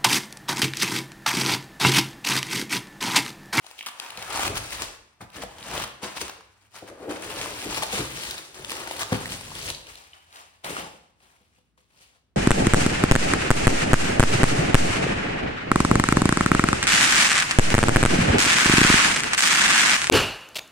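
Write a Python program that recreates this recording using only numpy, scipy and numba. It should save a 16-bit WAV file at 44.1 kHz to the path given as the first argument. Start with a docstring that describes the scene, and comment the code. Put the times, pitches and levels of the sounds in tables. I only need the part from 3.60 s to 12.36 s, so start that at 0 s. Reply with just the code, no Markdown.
"""Sheets of packing paper crackle and snap as they are pulled from a cardboard box, an arm's length from a
pair of microphones. Creases are swarms and short bursts of damped clicks, and a few low thumps are played as
the same bursts; hands rub the box in lower clicks, the table thuds in lower ones still, and knocks ring the
box's modes. Echoes of a furnished room follow the hands. Behind it all lie faint air noise and a low hum
that comes and goes, drifting in pitch."""
import sys
import numpy as np
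from scipy import signal
from scipy.fft import rfft, irfft
from scipy.io import wavfile
from numba import njit

SR = 44100
rng = np.random.default_rng(int(sys.argv[2]) if len(sys.argv) > 2 else 0)


def store_wav(level_fs):
    """Save 16-bit WAV to argv[1]."""
    pcm = np.round(np.clip(np.atleast_2d(level_fs), -1, 1) * 32767)
    wavfile.write(sys.argv[1], SR, pcm.T.astype(np.int16))


N = 386312  # samples
LEFT_RIGHT = np.array([[1], [-1]])  # sign of the side signal at each microphone


def undb(db):
    """dB to amplitude gain."""
    return 10 ** (np.asarray(db) / 20)


def on_log(hz, table):
    """Read a two-column table by frequency, straight lines on a log-frequency axis."""
    table_hz, value = np.transpose(table)
    return np.interp(np.log(np.maximum(hz, 1)), np.log(np.maximum(table_hz, 1)), value)


# Air noise of the place, spectrum before scaling to AIR_DB: freq_hz [Hz], density_db [dB per Hz]
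AIR_SPECTRUM = [(30, -21.5), (60, 3), (120, -4.5), (250, -9.5), (600, -21.5), (1500, -25), (4000, -41.5),
                (16000, -48.5)]
AIR_DB = -71.5  # rms of the part common to both microphones


def air():
    """Noise shaped by frequency: a common part, and a half-strength part opposed between the microphones."""
    f = np.fft.rfftfreq(N, 1 / SR)
    noise = rfft(rng.standard_normal((2, N)))
    mid, side = irfft(noise * undb(on_log(f, AIR_SPECTRUM)), N)
    return undb(AIR_DB) * (mid + .5 * side * LEFT_RIGHT) / np.std(mid)


# Stretches of low hum: start_s [s], end_s [s], first_hz [Hz], last_hz [Hz], level_db [dB rms]
HUM_STRETCHES = [(2.622, 3.28, 99.8, 100.5, -71.5), (6.406, 7.1, 81, 88.2, -72)]


def hum():
    """Sines that glide in pitch, equal at both microphones, with 0.13 s fades at either end."""
    time = np.arange(N) / SR
    out = np.zeros(N)
    for start_s, end_s, first_hz, last_hz, level_db in HUM_STRETCHES:
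        fade = np.clip(np.minimum(time - start_s, end_s - time) / 0.13, 0, 1)
        pitch_hz = np.interp(time, [start_s, end_s], [first_hz, last_hz])
        sine = np.sin(2 * np.pi * np.cumsum(pitch_hz) / SR)
        out += np.sqrt(2) * fade * undb(level_db) * sine
    return out


# How long the room rings, time to fall 60 dB: freq_hz [Hz], t60_s [s]
ROOM_DECAY = [(60, 0.66), (500, 0.62), (4000, 0.58), (16000, 0.32)]
ROOM_DB, ROOM_ALIKE_HZ = -4.5, 600  # echo energy; below this pitch the two microphones grow alike


def echoes():
    """Dense echoes from one place in the room: they die band by band, the bass alike at both microphones."""
    t, f = np.arange(SR) / SR, np.fft.rfftfreq(SR, 1 / SR)
    mid, side = rfft(rng.standard_normal((2, SR)))
    pair = mid + side * f / np.hypot(f, ROOM_ALIKE_HZ) * LEFT_RIGHT
    tail = 0
    for hz in 30 * 2. ** np.arange(10):  # overlapping octave bands
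        band_gain = np.clip(1 - abs(np.log2((f + 1) / hz)), 0, 1)
        band = irfft(pair * band_gain, SR)
        tail = tail + band * undb(-60 * t / on_log(hz, ROOM_DECAY))
    tail = tail * np.clip((t - .004) / 0.0025, 0, 1)  # echoes set in after 4 ms
    return tail * undb(ROOM_DB) / np.sqrt(np.sum(tail ** 2) / 2)


def room(x):
    """The hands sweep between three places, each with its own echoes; the shares keep constant power."""
    turn = np.pi * np.arange(N) / SR / 1.2
    source = x.mean(0)[None]
    out = 0
    for place in range(3):
        share = np.sqrt(2 / 3) * np.cos(turn + place * np.pi / 3)
        out = out + signal.oaconvolve(source * share, echoes(), axes=1)[:, :N]
    return out


@njit
def rings(n, start, hz, t60, rise, gain):
    """Sum of damped sines that swell over the rise time [s]; start in samples, which may be fractional."""
    out = np.zeros(n)
    for k in range(len(start)):
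        s = (2j * np.pi * hz[k] - np.log(1000) / t60[k]) / SR
        first = int(start[k]) + 1
        z, step = gain[k] * np.exp(s * (first - start[k])), np.exp(s)
        unrisen, rise_step = 1., np.exp(-1 / (rise[k] * SR))
        for j in range(max(first, 0), min(n, first + int(t60[k] * SR) + 2)):
            unrisen *= rise_step
            out[j] += z.imag * (1 - unrisen)
            z *= step
    return out


# Where the hands are, for a sound LEFT_DB louder at the left microphone:
# time_s [s], left_lead_ms [ms by which the left microphone hears it first]
HAND_PLACE = [(0, 0.11), (.6, 0.069), (1, 0.15), (1.9, 0.052), (2.5, 0.059), (3.6, 0.1), (4.4, 0.19),
              (5, 0.1754), (5.9, 0.193), (6.7, 0.37), (7.1, 0.317), (8.76, 0.271)]
LEFT_DB = 3  # left over right, in full from 500 Hz up


def heard(s, hz, t60, rise, gain, side_db):
    """Rings at both microphones; side_db makes the left nearer: earlier, and louder above the bass."""
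    lead_ms = np.interp(s, *np.transpose(HAND_PLACE)) + 0.0099 * (side_db - LEFT_DB)
    half_lead = lead_ms * SR / 2000  # samples
    half_db = side_db * np.clip(hz / 500, .4, 1) / 2
    return np.array([rings(N, s * SR - way * half_lead, hz, t60, rise, gain * undb(way * half_db))
                     for way in (1, -1)])


def swarm(per_s, lo_hz, hi_hz, cycles, scatter_db, spread_db, surge_db, level_db):
    """Random damped clicks, pitch even on a log scale, some larger; level_db(s, hz) sets their level."""
    u = rng.random((int(per_s * N / SR), 6)).T
    s = u[0] * N / SR
    hz = lo_hz * (hi_hz / lo_hz) ** u[1]
    size = undb(-scatter_db * np.log(u[2] + 0.0023)) * np.sign(u[3] - .5)
    # one slip sets off its neighbours: clicks close in time share a size and favour the same pitches
    slips = np.cumsum(rng.exponential(.012, 4000))
    surge, colour = rng.standard_normal((4001, 2))[np.searchsorted(slips, s)].T
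    favour = 0.78 * np.cos(2.481 * np.log2(hz) + 2 * np.pi * colour)
    size = size * undb(surge_db * (surge + favour))
    t60 = cycles * (.5 + u[5]) / hz
    energy = t60 / (4 * np.log(1000))
    gain = size * undb(level_db(s, hz)) / np.sqrt(per_s * energy * np.mean(size ** 2))
    return heard(s, hz, t60, t60 / 10, gain, LEFT_DB + spread_db * (u[4] - .5))


SLOPE_DB = 20  # a swell or a fade spans this much in its stated time, and runs on


def bursts(t, s, swell, fade, db):
    """Power of each burst at times t: it swells to its peak and fades, both straight in dB."""
    late = t[:, None] - s
    drop = np.where(late < 0, -late / swell, late / fade)
    return undb(db - SLOPE_DB * drop) ** 2


# Tugs at the paper, relative levels: peak_s [s], swell_s [s], fade_s [s], crackle_db [dB],
# coarse_db [dB, coarse creases against fine ones]
PAPER_TUGS = [(0.065, 0.0756, 0.36, -50.5, -0.5), (0.189, 0.027, 0.039, -41, -16.5),
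              (.288, 0.045, 0.0143, -40.5, 0), (.43, 0.16, 0.24, -44, 4.5), (0.601, 0.27, 0.44, -48.5, 18),
              (.765, 0.16, 0.23, -35, 4), (.87, 0.32, 0.019, -27.5, 1.5), (0.97, 0.035, 0.034, -25.5, -2.5),
              (1.05, 0.13, 0.15, -37, -4.5), (1.127, 0.0303, 0.13, -31.5, -3.5),
              (1.2, 0.036, 0.1236, -30, -1.5), (1.235, 0.054, 0.059, -31, -4.5), (1.3, .05, 0.66, -65.5, 5),
              (1.614, 0.0109, 0.043, -44, 8.5), (1.768, 0.0435, 0.068, -37, 1),
              (1.824, 0.016, 0.0275, -35, -1), (1.91, 0.022, 0.99, -54, 4.5), (2.07, 0.26, .1, -50.5, -3),
              (2.158, 0.18, 0.088, -32.5, 4), (2.224, 0.11, 0.052, -34, -1.5),
              (2.434, 0.0189, 0.13, -34, 3.5), (2.572, 0.024, 0.031, -31, 1),
              (2.618, 0.024, 0.02, -25, -13.5), (2.65, 0.042, 0.13, -41.5, 0),
              (3.07, 0.91, 0.022, -64.5, 0), (3.162, 0.0486, 0.096, -42.5, -2.5),
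              (3.287, 0.06, 0.0355, -46, 5), (3.44, 0.303, 0.4, -54, 11), (3.501, 0.021, 0.16, -36.5, 5),
              (3.631, 0.05, 1, -37.5, 1), (3.785, 0.116, 0.37, -34, -2), (4.03, 0.25, 0.14, -37, -6),
              (4.18, 0.17, 0.086, -30.5, -3), (4.228, 0.024, 0.104, -31, -7.5),
              (4.329, 0.037, 0.22, -29, -7.5), (4.385, 0.14, 0.111, -28.5, 2.5),
              (4.56, 0.26, 0.43, -35, -5.5), (4.67, 0.27, 0.17, -35, -11.5), (4.789, 0.28, 0.05, -43, 4.5),
              (4.943, 0.0028, 0.66, -46, 0), (5.02, 0.022, 0.19, -48, 0.5),
              (5.129, 0.11, 0.087, -33.5, -5.5), (5.2, 0.276, 0.74, -39.5, 5),
              (5.34, 0.33, 0.39, -39, -9.5), (5.421, 0.066, 0.015, -28.5, 2),
              (5.528, 0.056, 0.12, -34, 4.5), (5.58, .1, 0.48, -46.5, 4.5), (5.734, 0.12, 0.06, -32, -7.5),
              (5.991, 0.7, 0.11, -38.5, -6.5), (6.051, 0.098, 0.15, -34, -11),
              (6.108, 0.076, 0.0067, -31.5, -0.5), (6.16, 0.046, 0.33, -51.5, 1.5),
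              (6.29, 0.055, 0.123, -45, -1.5), (6.375, 0.065, 0.364, -51, -0.5),
              (6.54, 0.0053, 0.13, -56.5, 12), (6.77, 0.1005, 0.18, -47, 3), (7.046, 0.0097, 0.21, -36, 6),
              (7.1, 0.033, 0.11, -36, -1), (7.184, 0.097, 0.087, -37, 5), (7.245, 0.046, 0.19, -48.5, 8),
              (7.63, 0.063, 0.27, -59.5, 2), (7.725, 0.047, 0.148, -68, 10.5),
              (7.81, 0.12, 0.32, -67.5, -1), (7.99, 0.16, 0.054, -67, -2),
              (8.18, 0.0092, 0.124, -63.5, -0.5), (8.33, 0.049, 0.27, -62, 0),
              (8.414, 0.106, 0.13, -53.5, -8.5), (8.56, 0.16, 0.055, -64, 5)]
# How much of the crackle reaches box and table: time_s [s], rub_db [dB against crackle],
# thud_db [dB against crackle], thud_tilt_db [dB per octave]
BOX_CONTACT = [(0, -12, -45, -2), (.5, -32.5, -37, 1.5), (.62, -22, -8.5, -2), (1.3, -14.5, -10, -4.5),
               (2, -4, 0, 4.5), (2.9, -15, -15, 5), (3.7, -2.5, -6, 2.5), (4.6, -12, -10, 1),
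               (5.3, -6.5, -10.5, 0), (5.8, -10, -1, -2), (6.3, -7.5, -6, -3.5), (6.8, -25, -30, 1),
               (7.099, -3.5, -5.5, 11), (7.6, -8, -7.5, 2), (8.76, -13, -21.5, -3)]
# Hands shove the box, relative levels: peak_s [s], fade_s [s], rub_db [dB], thud_db [dB]
BOX_SHOVES = [(.584, 0.24, -66, -46), (.738, 0.21, -37.5, -62.5), (.876, 0.147, -29.5, -29),
              (.94, 0.16, -60, -36), (1.222, 0.052, -35.5, -69.5), (1.615, 0.037, -46, -35),
              (1.792, 0.059, -39.5, -39), (1.836, 0.0113, -37.5, -59), (2.434, 0.065, -37.5, -55),
              (2.617, 0.034, -31, -50.5), (3.228, 0.022, -32.5, -38.5), (3.307, 0.0646, -37, -44.5),
              (3.43, 0.16, -35, -50), (3.493, 0.1, -25.5, -53), (4.064, 0.11, -32.5, -31.5),
              (4.391, 0.082, -28.5, -28.5), (4.999, 0.087, -39.5, -40), (5.14, 0.68, -46, -55),
              (5.532, 0.021, -27.5, -19.5), (6.109, 0.039, -57, -37), (7.106, 0.099, -37.5, -52),
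              (7.184, 0.071, -40, -40)]
SHOVE_SWELL = 0.43  # swell time as a fraction of the fade


def handling():
    """Hand forces as times, then dB of the crackle, its coarse share, the rubbing and the thudding."""
    t = np.arange(0, N / SR, .002)
    s, swell, fade, crackle_db, coarse_db = np.transpose(PAPER_TUGS)
    tugs = bursts(t, s, swell, fade, crackle_db)
    crackle = tugs.sum(1) + 1e-12
    contact_s, *contact_db = np.transpose(BOX_CONTACT)[:3]
    shove_s, shove_fade, *shove_db = np.transpose(BOX_SHOVES)
    powers = []
    for against_db, peak_db in zip(contact_db, shove_db):  # rubbing, then thudding
        passed_on = crackle * undb(np.interp(t, contact_s, against_db)) ** 2
        shoves = bursts(t, shove_s, SHOVE_SWELL * shove_fade, shove_fade, peak_db)
        powers.append(passed_on + shoves.sum(1))
    rub, thud = powers
    return t, 10 * np.log10(crackle), tugs @ coarse_db / crackle, 10 * np.log10(rub), 10 * np.log10(thud)


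def rubbing_and_thuds():
    """Rubbing makes the cardboard stutter in mid-low clicks; the table thuds under it in low ones."""
    t, _, _, rub_db, thud_db = handling()
    tilt_s, tilt_db = np.transpose(BOX_CONTACT)[[0, 3]]

    def rub_level(s, hz):
        return np.interp(s, t, rub_db) + 3.0

    def thud_level(s, hz):
        return np.interp(s, t, thud_db) + np.interp(s, tilt_s, tilt_db) * np.log2(hz / 110)

    rub = swarm(per_s=900., lo_hz=289.6, hi_hz=653.0, cycles=11.46, scatter_db=1.0, spread_db=3.8,
                surge_db=1.1, level_db=rub_level)
    thud = swarm(per_s=400., lo_hz=45.9, hi_hz=228.7, cycles=7.0, scatter_db=0.56, spread_db=2.5,
                 surge_db=0.5, level_db=thud_level)
    return rub + thud


# Blows on the box: start_s [s], level_db [dB, relative], contact_ms [ms]
BOX_KNOCKS = [(0.575, -34, 1.62), (1.604, -30, 4.24), (1.833, -31.5, 0.97), (2.427, -23, 2.8),
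              (3.223, -37, 1.04), (3.404, -37.5, 1.5), (3.482, -28.5, 1.6), (3.495, -28.5, 3.2),
              (3.511, -30, 2), (3.538, -31.5, 1.63), (4.046, -31, 3.65), (4.331, -23, 1), (5.519, -3, 3.33),
              (5.526, -14, 2.19), (7.096, -38, 2.55), (7.805, -50, 3.43), (7.979, -50, 3.65),
              (8.178, -57, 2.34), (8.403, -60, 1.6)]
# Resonances of the cardboard box: pitch_hz [Hz], level_db [dB, relative], t60_s [s]
CARDBOARD_MODES = [(69, -18, 0.29), (114.35, -4, 0.051), (193.9, -4, 0.16), (258, -4, 0.086),
                   (380, -16.5, 0.039), (500.8, 3.5, 0.14), (668, -2, 0.029), (788.7, 7.5, 0.047)]


def knocks():
    """Each blow rings the box's modes; a longer push swells slower and misses the high modes."""
    s, level_db, contact_ms = np.transpose(BOX_KNOCKS)[:, :, None]
    hz, mode_db, t60 = np.transpose(CARDBOARD_MODES)
    where = rng.uniform(-0.38, 1, (len(s), len(hz)))  # each blow lands elsewhere
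    contact_s = contact_ms / 1000
    soft = 1 / (1 + (hz * contact_s) ** 2)
    sign = np.sign(np.cos(3 * np.arange(len(hz))))
    gain = undb(level_db + mode_db - 6.5 + 1.8 * where) * soft * sign
    every = np.ones_like(gain)  # one ring per blow and mode
    return heard(*((v * every).ravel() for v in (s, hz, t60, contact_s, gain, LEFT_DB)))


# Colour of the paper crackle, relative: freq_hz [Hz], density_db [dB per Hz]
PAPER_COLOUR = [(600, 0.5), (900, 2.5), (1400, 1), (2200, -0.5), (2800, 1.5), (3400, -4.5), (4100, -3),
                (5200, -6), (7000, -6), (9300, -10.5), (11500, -15), (16000, -13.5)]


def crackle():
    """Creases buckle in a dense swarm of clicks, coarser when large folds give way."""
    t, fine_db, coarse_db = handling()[:3]

    def level_db(s, hz):
        coarse = np.clip(np.log(3000 / hz) / np.log(3), 0, 1)  # share that follows the large folds
        octave_db = on_log(hz, PAPER_COLOUR) + 10 * np.log10(hz / 1000)  # clicks are even per octave
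        return np.interp(s, t, fine_db) + coarse * np.interp(s, t, coarse_db) + octave_db + 4.0

    return swarm(per_s=9000., lo_hz=632.0, hi_hz=14470.0, cycles=7.15, scatter_db=0.75, spread_db=21.0,
                 surge_db=1.63, level_db=level_db)


# Snaps of the paper, and a few low thumps played as the same short burst: start_s [s],
# level_db [dB, relative], pitch_hz [Hz], edge_db [dB, crisp edge against level_db, before the lift below]
SNAPS_AND_THUMPS = [(0.045, -35, 895, -17.5), (0.0652, -31.5, 874, -11), (0.112, -32.5, 929, -11.5),
                    (0.1904, -22.5, 3148, -22.5), (0.209, -15.5, 2600, -26.5), (0.2269, -26, 3040, -14.5),
                    (0.233, -29.5, 1207, -29), (0.262, -23.5, 2200, -6.5), (0.267, -17, 1290, -15.5),
                    (0.2719, -25.5, 1096, -10), (0.278, -21.5, 2900, -19.5), (0.286, -25.5, 1412, -12),
                    (0.313, -28, 2700, -21.5), (0.399, -19, 4700, -13.5), (0.4475, -27, 938, -18),
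                    (0.462, -24, 2900, -22.5), (0.5042, -27, 2910, -12), (0.52, -26.5, 1100, -23.5),
                    (0.5734, -23, 2600, -12), (0.585, -32, 900, -21), (0.625, -29, 1287, -5.5),
                    (0.627, -30, 3800, -20.5), (0.7584, -18, 973, -14.5), (0.7737, -9, 1133, -18),
                    (0.7934, -13.5, 777, -17.5), (0.8326, -12, 868.5, -15), (0.865, -16.5, 1089, -18.5),
                    (0.878, -18.5, 672, -6), (0.896, -16, 420, -22), (0.911, -28, 332, -28.5),
                    (0.921, -22, 244, -28), (0.9546, -15.5, 1707, -18), (1.106, -26.5, 1680, -10),
                    (0.978, -29.5, 1700, -1.5), (1.2204, -17, 1060, -10.5), (1.6074, -20.5, 1540, -38),
                    (1.7015, -37, 3700, -16), (1.764, -39, 1730, -20.5), (1.82, -22.5, 2200, -17),
                    (1.828, -27, 1100, -31), (1.836, -16, 600, -24.5), (1.9838, -28.5, 810, -16.5),
                    (2.008, -29, 2800, -24.5), (2.0276, -21.5, 4080, -25), (2.0822, -28.5, 700, -14.5),
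                    (2.1127, -24, 847, -16), (2.1494, -24.5, 1006, -32.5), (2.178, -14.5, 560, -16.5),
                    (2.199, -17.5, 1171, -16.5), (2.221, -32, 1410, -18), (2.2386, -17, 1130, -16.5),
                    (2.243, -18.5, 1486, -15.5), (2.276, -34, 2993, -8), (2.4229, -27.5, 802, -20),
                    (2.4324, -20.5, 808, -23), (2.5519, -23.5, 1470, -26), (2.5686, -31.5, 832, -6),
                    (2.614, -18.5, 1094, -12), (2.6802, -22, 1750, -15), (2.6952, -19.5, 1150, -15.5),
                    (2.808, -29.5, 1300, -23), (3.143, -35, 875, -23.5), (3.499, -41.5, 1050, -9.5),
                    (3.659, -32.5, 1300, -15), (3.705, -24, 1200, -16.5), (3.777, -29, 1600, -13),
                    (3.787, -25.5, 900, -16), (3.813, -22.5, 3000, -10.5), (3.859, -17, 1006, -21),
                    (4.0295, -30, 826, -16.5), (4.058, -17.5, 289, -40), (4.1248, -18.5, 1024, -22.5),
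                    (4.1455, -17.5, 2677, -14.5), (4.1715, -22, 1094, -10.5), (4.175, -16, 838, -12.5),
                    (4.1808, -17.5, 2490, -14.5), (4.222, -12.5, 1000, -17), (4.227, -12.5, 874, -17.5),
                    (4.2315, -13.5, 794, -18.5), (4.2345, -16.5, 693, -12.5), (4.265, -20.5, 750, -18),
                    (4.3263, -18.5, 852, -15), (4.36, -21, 2600, -14.5), (4.38, -18, 900, -16.5),
                    (4.4049, -12, 2420, -25), (4.566, -27, 3200, -14), (4.6357, -18.5, 3300, -14.5),
                    (4.7094, -14, 3990, -14.5), (4.746, -27.5, 900, -20.5), (4.78, -20.5, 4010, -16),
                    (4.9445, -38, 3940, -9), (5.0225, -31, 1010, -13), (5.0469, -19.5, 3120, -19.5),
                    (5.096, -17, 2770, -16.5), (5.105, -20, 4700, -14), (5.1177, -17.5, 1195, -11),
                    (5.128, -23, 2800, -18), (5.1674, -28, 3089, -11), (5.217, -23, 811.4, -21),
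                    (5.2734, -13, 1700, -24.5), (5.277, -19, 795, -21), (5.3104, -13.5, 824.2, -23),
                    (5.312, -20.5, 3000, -19), (5.3931, -21.5, 1326, -12), (5.408, -19.5, 1311, -16.5),
                    (5.417, -16.5, 1105, -20), (5.425, -18.5, 1500, -19), (5.431, -18.5, 1170, -10),
                    (5.5281, -8.5, 1515, -23.5), (5.657, -12.5, 1950, -22), (5.7199, -19.5, 2750, -14),
                    (5.81, -29, 900, -11), (5.898, -32.5, 4190, -19), (5.917, -22.5, 892, -27),
                    (5.953, -27, 3400, -9.5), (6.09, -31.5, 3600, -14), (6.1019, -23, 3850, -7),
                    (6.148, -18.5, 4100, -26), (6.269, -30, 3010, -17), (6.288, -37.5, 872, -14),
                    (6.355, -28, 4030, -16), (6.533, -26, 2815, -40), (6.7265, -32.5, 4220, -19.5),
                    (6.743, -36, 2880, -21.5), (6.7589, -31.5, 2720, -13), (6.7685, -31, 4000, -22),
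                    (6.783, -39, 2500, -25), (6.804, -44, 3100, -28), (7.0439, -27, 945, -9),
                    (7.0944, -21.5, 2970, -20), (7.167, -15, 1360, -29), (7.625, -59.5, 2500, -20),
                    (7.72, -54, 1600, -14), (7.985, -53, 900, -15), (8.1766, -46.5, 1050, -20),
                    (8.307, -56, 3000, -18), (8.391, -53, 4000, -30), (8.405, -49.5, 4100, -30),
                    (8.417, -47.5, 3887, -30)]
EDGE_LO_HZ, EDGE_HI_HZ, EDGE_LIFT_DB = 2300, 15000, 14
BURST_FADE_DB_PER_S, BURST_CYCLES = 2400, 12  # fade from click to click; most cycles a click rings


def snaps_and_thumps():
    """Each snap or thump is a fading burst of clicks, one near its pitch to four of a crisp edge."""
    s, level_db, pitch_hz, edge_db = np.transpose(SNAPS_AND_THUMPS)[:, :, None]
    step, part = np.divmod(np.arange(25), 5)  # five steps of five clicks
    edge = part > 0
    u = rng.random((len(s), 3, len(step))).transpose(1, 0, 2)
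    late = np.cumsum(u[0] * (step > 0), axis=1) * .0004  # s; the first step is simultaneous
    quarter = (part - 1 + u[1]) / 4  # each edge click keeps to its quarter of the band
    edge_hz = EDGE_LO_HZ * (EDGE_HI_HZ / EDGE_LO_HZ) ** quarter
    body_hz = pitch_hz * 2 ** (np.minimum(step, 2) * 0.2 * (u[1] - .5))
    hz = np.where(edge, edge_hz, body_hz)
    click_db = level_db + edge * (edge_db + EDGE_LIFT_DB) - 4.0 * (step == 0)
    gain = undb(click_db - BURST_FADE_DB_PER_S * late - 6.1 * u[2])
    side_db = LEFT_DB + 8.2 * (u[0, :, :1] - .5) + 0 * hz  # one place per burst
    t60 = np.minimum(BURST_CYCLES, 4 + hz / 450) / hz
    return heard(*(v.ravel() for v in (s + late, hz, t60, 0.31 / hz, gain, side_db)))


def paper():
    """Crackle, snaps and thumps, thinned below 222 Hz."""
    low_cut = signal.butter(4, 222, "high", fs=SR, output="sos")
    return signal.sosfilt(low_cut, crackle() + snaps_and_thumps())


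def scene():
    """Paper and box, direct and through the room, over the air and the hum."""
    near = paper() + rubbing_and_thuds() + knocks()
    return undb(-0.5) * (near + room(near)) + air() + hum()


# Treble shared by the two microphone ports in one housing: freq_hz [Hz], likeness [0-1],
# right_lag_rad [radians the right lags]
SHARED_TREBLE = [(4970, 0.03, 2), (5700, 0.19, 4), (6750, 0.43, 3), (7570, 0.6, 2), (8340, .65, 1.15),
                 (8980, .95, 0.65), (9760, .95, 0.5), (11073, 0.5, 1), (11820, .95, -4), (13610, .95, -3.5),
                 (14300, .85, -5.5), (16000, 0.85, -7)]
TOP_HZ = 15900


def record(dry):
    """The ports share the treble; the recorder cuts the deepest bass and the top."""
    hz, likeness, lag_rad = np.transpose(SHARED_TREBLE)
    f = np.fft.rfftfreq(N, 1 / SR)
    alike = np.clip(np.interp(f, hz, likeness), 0, 1)
    left, right = rfft(dry)
    lagged_left = left * np.exp(-1j * np.interp(f, hz, lag_rad))
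    right = np.sqrt(1 - alike ** 2) * right + alike * lagged_left
    bass_cut = signal.butter(2, 35, "high", fs=SR, output="sos")
    top_cut = signal.ellip(10, .2, 80, TOP_HZ, fs=SR, output="sos")
    return signal.sosfilt(top_cut, signal.sosfilt(bass_cut, irfft([left, right], N)))


dry = scene()
out = record(dry)
store_wav(out)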